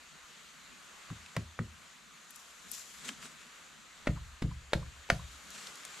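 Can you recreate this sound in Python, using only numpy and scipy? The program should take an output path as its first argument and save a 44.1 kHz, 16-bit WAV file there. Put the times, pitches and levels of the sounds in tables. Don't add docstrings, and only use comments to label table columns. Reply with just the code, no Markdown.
import sys
import numpy as np
from scipy import signal
from scipy.fft import rfft, irfft, next_fast_len
from scipy.io import wavfile
from scipy.ndimage import uniform_filter1d, map_coordinates

SR = 44100
rng = np.random.default_rng(int(sys.argv[2]) if len(sys.argv) > 2 else 0)


def invert_db(level):
    return 10 ** (np.asarray(level, dtype=float) / 20)


def file_out(sig):
    cols = np.atleast_2d(sig).T
    lim = np.clip(cols, -1, 1)
    pcm = np.round(lim * 32767).astype(np.int16)
    wavfile.write(sys.argv[1], SR, pcm)


N = 264600
LEFT_RIGHT = np.array([[1], [-1]])


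def unit(x):
    return x / np.sqrt(np.mean(x ** 2) + 1e-20)


def along(points, hz):
    f, v = np.transpose(points)
    return np.interp(np.log(hz + 1), np.log(f + 1), v)


def wobble(rate_hz):
    knots = rng.standard_normal(int(N * rate_hz / SR) + 4)
    return map_coordinates(knots, [np.arange(N) * rate_hz / SR])


def filtered(x, response):
    m = next_fast_len(x.shape[-1] + 8192)
    spectrum = rfft(x, m) * response(np.fft.rfftfreq(m, 1 / SR))
    return irfft(spectrum, m)[..., :x.shape[-1]]


def resonance(f, hz, width_hz):
    return 1j * f * width_hz / (hz * hz - f * f + 1j * f * width_hz)


def add(track, start_s, sound):
    part = track[..., round(start_s * SR):][..., :sound.shape[-1]]
    part += sound[..., :part.shape[-1]]


def swells(rows):
    ms = np.arange(N) / SR * 1000
    power = np.zeros(N)
    for peak_s, db, rise_ms, fall_ms in rows:
        away = np.maximum((1000 * peak_s - ms) / rise_ms, (ms - 1000 * peak_s) / fall_ms)
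        power += invert_db(db - 10 * away) ** 2
    return np.sqrt(power)


def rush(spectrum, alike, patchy_db, source=None):
    if source is None:
        source = rng.standard_normal((2, N))
    z = signal.stft(source, nperseg=512)[2]
    field = uniform_filter1d(rng.standard_normal(z.shape[1:]), 6, 0)
    field = uniform_filter1d(field, 12, 1)
    pair = signal.istft(z * invert_db(patchy_db * unit(field)), nperseg=512)[1][:, :N]

    def mid_side(hz):
        turn = np.arccos(np.clip(along(alike, hz), -1, 1)) / 2
        return invert_db(along(spectrum, hz)) * [np.cos(turn), np.sin(turn)]

    mid, side = filtered(pair, mid_side)
    return unit(np.array([mid + side, mid - side]))


# time_s, leaves_db
CANOPY_WIND = [(0.0, -57.5), (0.47, -56.5), (1.3, -56), (1.6, -58), (2.4, -57), (2.9, -56), (3.6, -57),
               (4.8, -58.5), (5.23, -55), (5.45, -55.5), (6.0, -52.5)]
# frequency_hz, density_db_per_hz
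LEAF_SPECTRUM = [(180, -28), (300, -14), (424, -10.5), (663, -9), (708, -8), (794, -9.5), (1240, -1),
                 (1620, -2.5), (4210, -7), (5300, -13.5), (7020, -6.5), (10300, -23), (12100, -21),
                 (14500, -39), (15500, -48)]
RUMBLE_SPECTRUM = [(65, -58), (110, -30), (131, -6.5), (150, -1.5), (237, -2), (400, -21.5), (520, -43),
                   (880, -120)]
BUFFET_SPECTRUM = [(12, -31), (20, -9), (59, -0.5), (82, -4), (110, -14), (140, -50), (240, -120)]
# frequency_hz, coherence
LEAF_COHERENCE = [(60, 0.87), (150, 0.32), (380, 0.63), (950, 0.78), (2380, 0.52), (5980, 0.79),
                  (15000, 0.27)]
# frequency_hz, left_minus_right_db
LEAF_LEAN = [(60, 3), (180, -19.5), (550, -0.5), (1650, 1), (4970, 0.5), (15000, 8.5)]
# peak_s, lift_db, rise_ms_per_10db, fall_ms_per_10db
WEIGHT_SHIFTS = [
    (.7, -5, 500, 300),
    (2.7, 0, 150, 300),
    (3.1, 4.5, 150, 200),
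    (5.6, -1, 250, 250),
]


def forest():
    leaves_db = np.interp(np.arange(N) / SR, *np.transpose(CANOPY_WIND))
    leaves = invert_db(leaves_db + 1.5 + 0.69 * wobble(5.86)) * rush(LEAF_SPECTRUM, LEAF_COHERENCE, patchy_db=1.12)
    leaves = filtered(leaves, lambda hz: invert_db(along(LEAF_LEAN, hz) / 2 * LEFT_RIGHT))
    lift = 1 + swells(WEIGHT_SHIFTS)
    rumble_gain = lift * invert_db(-70 + 0.54 * wobble(1.63) + 1.5 * wobble(9))
    rumble = rumble_gain * rush(RUMBLE_SPECTRUM, [(130, 0.32), (300, 0.25)], patchy_db=2.0)
    shake = swells([(s + 0.052, db - 8.5, 53, 105) for s, db in TRUNK_BOOMS])
    buffet_gain = lift * invert_db(-79.5 + 2.2 * wobble(4.96)) + shake
    buffet = buffet_gain * rush(BUFFET_SPECTRUM, [(30, 0.71)], patchy_db=-1.6)
    return leaves + rumble + buffet


# centre_hz, width_hz, level_db
BARK_RESONANCES = [(650, 610, 1), (1710, 1020, 10), (3850, 11000, -1), (6800, 3600, -20)]
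# start_s, peak_db, brightness_db, spread_ms, lead_in_touch_db
STUB_SLAPS = [
    (1.0995, -47, -10, 1.5, -49),
    (1.364, -28, -2, 1.23, -46),
    (1.589, -37, -4, 1.2, -48),
]
TRUNK_SLAPS = [
    (4.069, -25, -19, 2.2, -41),
    (4.419, -33, -2, 2.3, -51),
    (4.7314, -20.5, -2, 1.66, -40),
    (5.0995, -17, -1, 1.43, -36.5),
]


def grit(slaps, echo_db):
    touch_lead_s, echo_s, skin_top_hz = 0.0105, 0.091, 7200
    out, t = np.zeros(N), np.arange(SR // 8) / SR
    for start_s, db, bright_db, spread_ms, touch_db in slaps:
        u = t / (spread_ms / 1000)
        noise = rng.standard_normal((3, len(t))) * invert_db(1.8 * rng.standard_normal(len(t)))

        def bark(f):
            peaks = [invert_db(g + bright_db * (k > 1)) * resonance(f, hz, width)
                     for k, (hz, width, g) in enumerate(BARK_RESONANCES)]
            return sum(peaks) / (1 + 1j * f / skin_top_hz) ** 2

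        crumbs = invert_db(-17.5 + bright_db / 2) * np.minimum(u, 1) * np.exp(-t / 0.016)
        scrunch = filtered((u * u * np.exp(-u) + crumbs) * noise[0], bark)
        touch = filtered(u * np.exp(-u) * noise[1], lambda f: resonance(f, 570, 710))
        echo = np.sqrt(t) * np.exp(-t / 0.0067) * noise[2]
        echo = filtered(echo, lambda f: resonance(f, 1074, 260) ** 2)
        parts = ((0, db, scrunch), (-touch_lead_s, touch_db, touch), (echo_s, echo_db, echo))
        for delay_s, level_db, part in parts:
            add(out, start_s + delay_s, invert_db(level_db) * part / np.abs(part).max())
    return out


# start_s, level_db
STUB_BOOMS = [
    (1.1003, -49),
    (1.3635, -41.5),
    (1.589, -41),
]
TRUNK_BOOMS = [
    (4.0893, -36.5),
    (4.4404, -38),
    (4.751, -40),
    (5.119, -41.5),
]
# frequency_hz, level_db, t60_s, first_swing_sign
STUB_MODES = [(50.4, -9.5, 0.641, 1), (62.4, 0.6, 0.256, 1), (73.0, -13.8, 1.0, 1), (80.5, -0.5, 0.728, 1),
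              (101.7, -10.2, 0.548, -1), (110.8, 12.6, 0.195, 1), (143.1, 7.5, 0.121, -1),
              (155.3, 6.1, 0.187, -1), (173.0, 11.1, 0.142, 1), (197.8, -0.3, 0.233, -1),
              (227.8, 3.7, 0.207, -1), (245.2, 0.9, 0.143, 1), (270.2, 0.7, 0.118, -1),
              (340.7, -18.9, 0.42, -1), (375.9, -8.6, 0.194, -1)]
TRUNK_MODES = [(32.2, -17.1, 1.0, -1), (48.1, -2.4, 0.625, -1), (55.5, -20.0, 1.0, -1),
               (61.6, -2.1, 0.288, 1), (66.0, 1.6, 0.671, 1), (74.2, -1.9, 0.788, 1),
               (81.2, -3.1, 0.487, 1), (96.2, -9.2, 0.46, 1), (116.5, 5.3, 0.389, -1),
               (137.1, 5.3, 0.163, -1), (147.5, 5.7, 0.312, 1), (170.9, 5.1, 0.277, 1),
               (183.8, 4.5, 0.189, 1), (211.9, -6.3, 0.224, 1), (252.0, 1.0, 0.04, -1),
               (302.0, -4.7, 0.119, 1), (333.0, -8.9, 0.125, -1)]


def boom(times, modes, rise_s, held_s, lag_s):
    out, t = np.zeros(N), np.arange(SR // 2) / SR
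    for start_s, db in times:
        ring = np.zeros(len(t))
        for hz, level, t60_s, sign in modes:
            decay = invert_db(level + rng.normal(0, 1.0) - 60 * t / t60_s)
            ring += sign * decay * np.sin(2 * np.pi * hz * t)
        damping = invert_db(-90 * np.maximum(t - held_s, 0))
        add(out, start_s, invert_db(db) * ring * np.clip(t / rise_s, 0, 1) ** 2 * damping)
    return filtered(out, lambda f: np.exp(1j * np.pi * f * lag_s * LEFT_RIGHT))


# peak_s, peak_db, pitch_hz, t60_ms
LANDINGS = [(1.1021, -38, 1250, 5.9), (1.1047, -42, 1000, 8), (1.3659, -25.5, 2400, 3.5),
            (1.3668, -29, 560, 20), (1.3689, -27, 1020, 6), (1.3662, -27, 1550, 6), (1.5904, -27, 1250, 10),
            (1.5925, -29, 1820, 8.6), (1.5914, -31.5, 510, 18), (4.0705, -27, 1880, 7.3),
            (4.0732, -24.5, 1390, 8.4), (4.073, -23, 273, 37), (4.0731, -23, 605, 17),
            (4.0754, -24, 1980, 8), (4.4216, -29, 150, 18), (4.4235, -25.5, 253, 34),
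            (4.424, -30.5, 1170, 5), (4.7337, -17.5, 557, 19), (4.7333, -20, 3810, 6.1),
            (4.7337, -22.5, 866, 12), (4.7353, -23, 1560, 6), (4.7355, -27.5, 2900, 5),
            (5.101, -19.5, 4300, 4), (5.1017, -14, 2050, 9.5), (5.1017, -20.5, 695, 32),
            (5.101, -24, 533, 46), (5.102, -15.5, 1480, 13.3), (5.1026, -30.5, 262, 25),
            (5.1018, -24.5, 5700, 5)]


def contacts():
    out, t = np.zeros(N), np.arange(SR // 10) / SR
    for peak_s, db, hz, t60_ms in LANDINGS:
        lead_s = 1 / (4 * hz) + 0.0003
        build = np.sin(np.pi / 2 * np.clip(t / lead_s, 0, 1))
        decay = invert_db(-60 * np.maximum(t - lead_s, 0) / (t60_ms / 1000))
        swing = np.cos(2 * np.pi * hz * (t - lead_s)) * build * decay
        add(out, peak_s - lead_s, invert_db(db) * swing)
    return out


# frequency_hz, t60_s
SCATTER_DECAY = [(150, 0.35), (600, 0.25), (2000, .14), (8000, 0.38)]


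def trees(x):
    out = np.zeros((2, N))
    for start_s, *_ in STUB_SLAPS + TRUNK_SLAPS:
        hz, t, z = signal.stft(rng.standard_normal((2, SR // 3)), SR, nperseg=128)
        decay = invert_db(-60 * t / along(SCATTER_DECAY, hz)[:, None])
        tail = signal.istft(z * decay, SR, nperseg=128)[1]
        tail = tail[0] + 0.45 * tail[1] * LEFT_RIGHT
        hit = x[None, round(start_s * SR):][:, :SR // 12]
        answer = signal.fftconvolve(hit, tail / np.linalg.norm(tail[0]), axes=1)
        add(out, start_s + 0.004, answer)
    return invert_db(-9.5) * out


def bloom():
    starts = [(s + 0.012, db) for s, db in STUB_BOOMS] + TRUNK_BOOMS
    body = unit(filtered(rng.standard_normal(N), lambda f: resonance(f, 284, 240) ** 2))
    return swells([(s, db - 4.5, 4, 26.6) for s, db in starts]) * body


# start_s, peak_db, pitch_hz,
# left_minus_right_db, length_ms
TWIG_SNAPS = [(1.2615, -37, 2510, 1.0, 2), (1.3655, -35, 10500, 5, 1), (2.3057, -39, 12200, 18, 3.1),
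              (2.3594, -44.5, 7910, 18, 2.4), (2.5094, -50, 6660, 1.5, 2), (2.7146, -28.5, 12000, 20, 3.3),
              (3.0886, -26, 1930, 1, 3.6), (3.0885, -33, 5570, 3, 3), (3.2263, -37.5, 1800, 2, 4),
              (3.226, -45, 7200, 2, 3), (5.5039, -39, 7190, 5, 2.3), (5.67, -33, 3680, 1.5, 1.8),
              (5.755, -36.5, 6090, 3, 2.2), (5.7744, -45, 5590, 3.0, 2), (5.8076, -44, 3060, 11, 1.8),
              (5.834, -42, 3290, 8, 1.6), (5.8506, -31, 6540, 3, 1.9), (5.9435, -41, 2570, 3, 1.9)]


def snaps():
    out, t = np.zeros((2, N)), np.arange(SR // 16) / SR
    for start_s, db, hz, pan_db, length_ms in TWIG_SNAPS:
        u = t / (max(length_ms, 0.2) / 1000)
        shared = rng.standard_normal(len(t))
        noise = shared + 0.6 * hz / 10000 * rng.standard_normal((2, len(t)))
        ragged = noise * invert_db(0.98 * rng.standard_normal(len(t)))
        burst = np.clip(3.7 * u, 0, 1) * np.exp(-u) * ragged
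        burst = filtered(burst, lambda f: resonance(f, hz, 0.97 * hz) ** 2)
        add(out, start_s, invert_db(db) * burst / np.abs(burst).max() * invert_db(pan_db / 2 * LEFT_RIGHT))
    return out


# peak_s, #
# level_db, rise_ms_per_10db, fall_ms_per_10db
BRUSH_STROKES = [
    (2.306, -61, 15, 200),
    (2.356, -59.5, 20, 124),
    (2.516, -73, 80, 50),
    (2.7, -63, 130, 100),
    (2.74, -45, 32, 90),
    (2.99, -57, 500, 32),
    (5.3, -63, 100, 2000),
]
FOOTSTEPS = [(3.054, -47.5, 45, 90), (3.086, -41.5, 16, 19), (3.218, -64, 80, 150), (3.226, -47, 9, 51),
             (3.408, -57, 20, 50), (5.564, -50.5, 85, 202), (5.676, -50.5, 150, 75), (5.764, -63, 30, 13),
             (5.846, -57, 80, 15), (5.85, -50, 2, 12), (5.998, -53.5, 190, 50)]
# frequency_hz, density_db_per_hz
BRUSH_SPECTRUM = [(1470, -27), (2500, -9), (3390, -9.5), (7340, 0.5), (8420, -8.5), (12000, -10),
                  (14300, -18), (15500, -66)]
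STEP_SPECTRUM = [(240, -43), (400, -6), (821, -10), (1360, -3), (3060, -4), (5390, -8), (7320, -3.5),
                 (12100, -22), (14600, -19), (15500, -55)]


def litter(strokes, tone, alike, spiky_db, lean_db):
    sizes = invert_db(spiky_db * rng.exponential(size=N) + 1.4 * wobble(60))
    grains = rush(tone, alike, patchy_db=1.0, source=sizes * rng.standard_normal((2, N)))
    return swells(strokes) * grains * invert_db(lean_db / 2 * LEFT_RIGHT)


# start_s, peak_db, pitch_hz, length_ms
SOFT_TREADS = [
    (3.051, -50, 236, 16),
    (3.089, -48, 242, 11),
    (3.222, -54, 225, 14),
    (3.246, -59, 237, 9.3),
    (3.44, -58, 226, 13),
    (5.69, -59, 152, 15),
    (5.859, -60.5, 155, 29),
]


def treads():
    out, t = np.zeros(N), np.arange(SR // 5) / SR
    for start_s, db, hz, length_ms in SOFT_TREADS:
        u = t / (max(length_ms, 1) / 1000)
        press = u * np.exp(-u) * rng.standard_normal(len(t))
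        thud = filtered(press, lambda f: resonance(f, hz, 80) ** 2)
        add(out, start_s, invert_db(db) * thud / np.abs(thud).max())
    return out


def yielding():
    grow_s, let_go_s = 0.0045, 0.0013
    out, t = np.zeros(N), np.arange(N) / SR
    for start_s, db in TRUNK_BOOMS:
        away = np.maximum((start_s - t) / grow_s, (t - start_s) / let_go_s)
        out += invert_db(db + 6.5) * np.exp(-away)
    return out


def scene():
    background = forest()
    slap = grit(STUB_SLAPS, echo_db=-61) + grit(TRUNK_SLAPS, echo_db=-45.5) + contacts()
    direct = filtered(slap, lambda f: np.exp(-1j * np.pi * f * 3e-5 * LEFT_RIGHT))
    wood = boom(STUB_BOOMS, STUB_MODES, rise_s=0.0092, held_s=0.12, lag_s=-0.00025)
    wood = wood + boom(TRUNK_BOOMS, TRUNK_MODES, rise_s=0.0011, held_s=0.26, lag_s=0.00019)
    wood = wood + bloom() + yielding()
    knocks = (direct + wood) * invert_db(0.3 * LEFT_RIGHT) + trees(slap)
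    brush_alike = [(3000, 0.7), (12000, 0.44)]
    brush = litter(BRUSH_STROKES, BRUSH_SPECTRUM, brush_alike, spiky_db=1.5, lean_db=4.0)
    step_alike = [(300, 0.75), (3000, 0.71), (12000, 0.71)]
    steps = litter(FOOTSTEPS, STEP_SPECTRUM, step_alike, spiky_db=2.0, lean_db=2.0)
    return background + knocks + snaps() + brush + steps + treads()


def roll_off(x):
    return signal.sosfilt(signal.butter(12, 16310, fs=SR, output="sos"), x)


# frequency_hz, gain_db
MIC_RESPONSE = [(20, -0.5), (13000, 0.5), (14500, -14), (15200, -18), (16500, -36)]


def record(dry):
    mix = filtered(dry, lambda hz: invert_db(along(MIC_RESPONSE, hz)))
    return roll_off(mix)


dry = scene()
out = record(dry)
file_out(out)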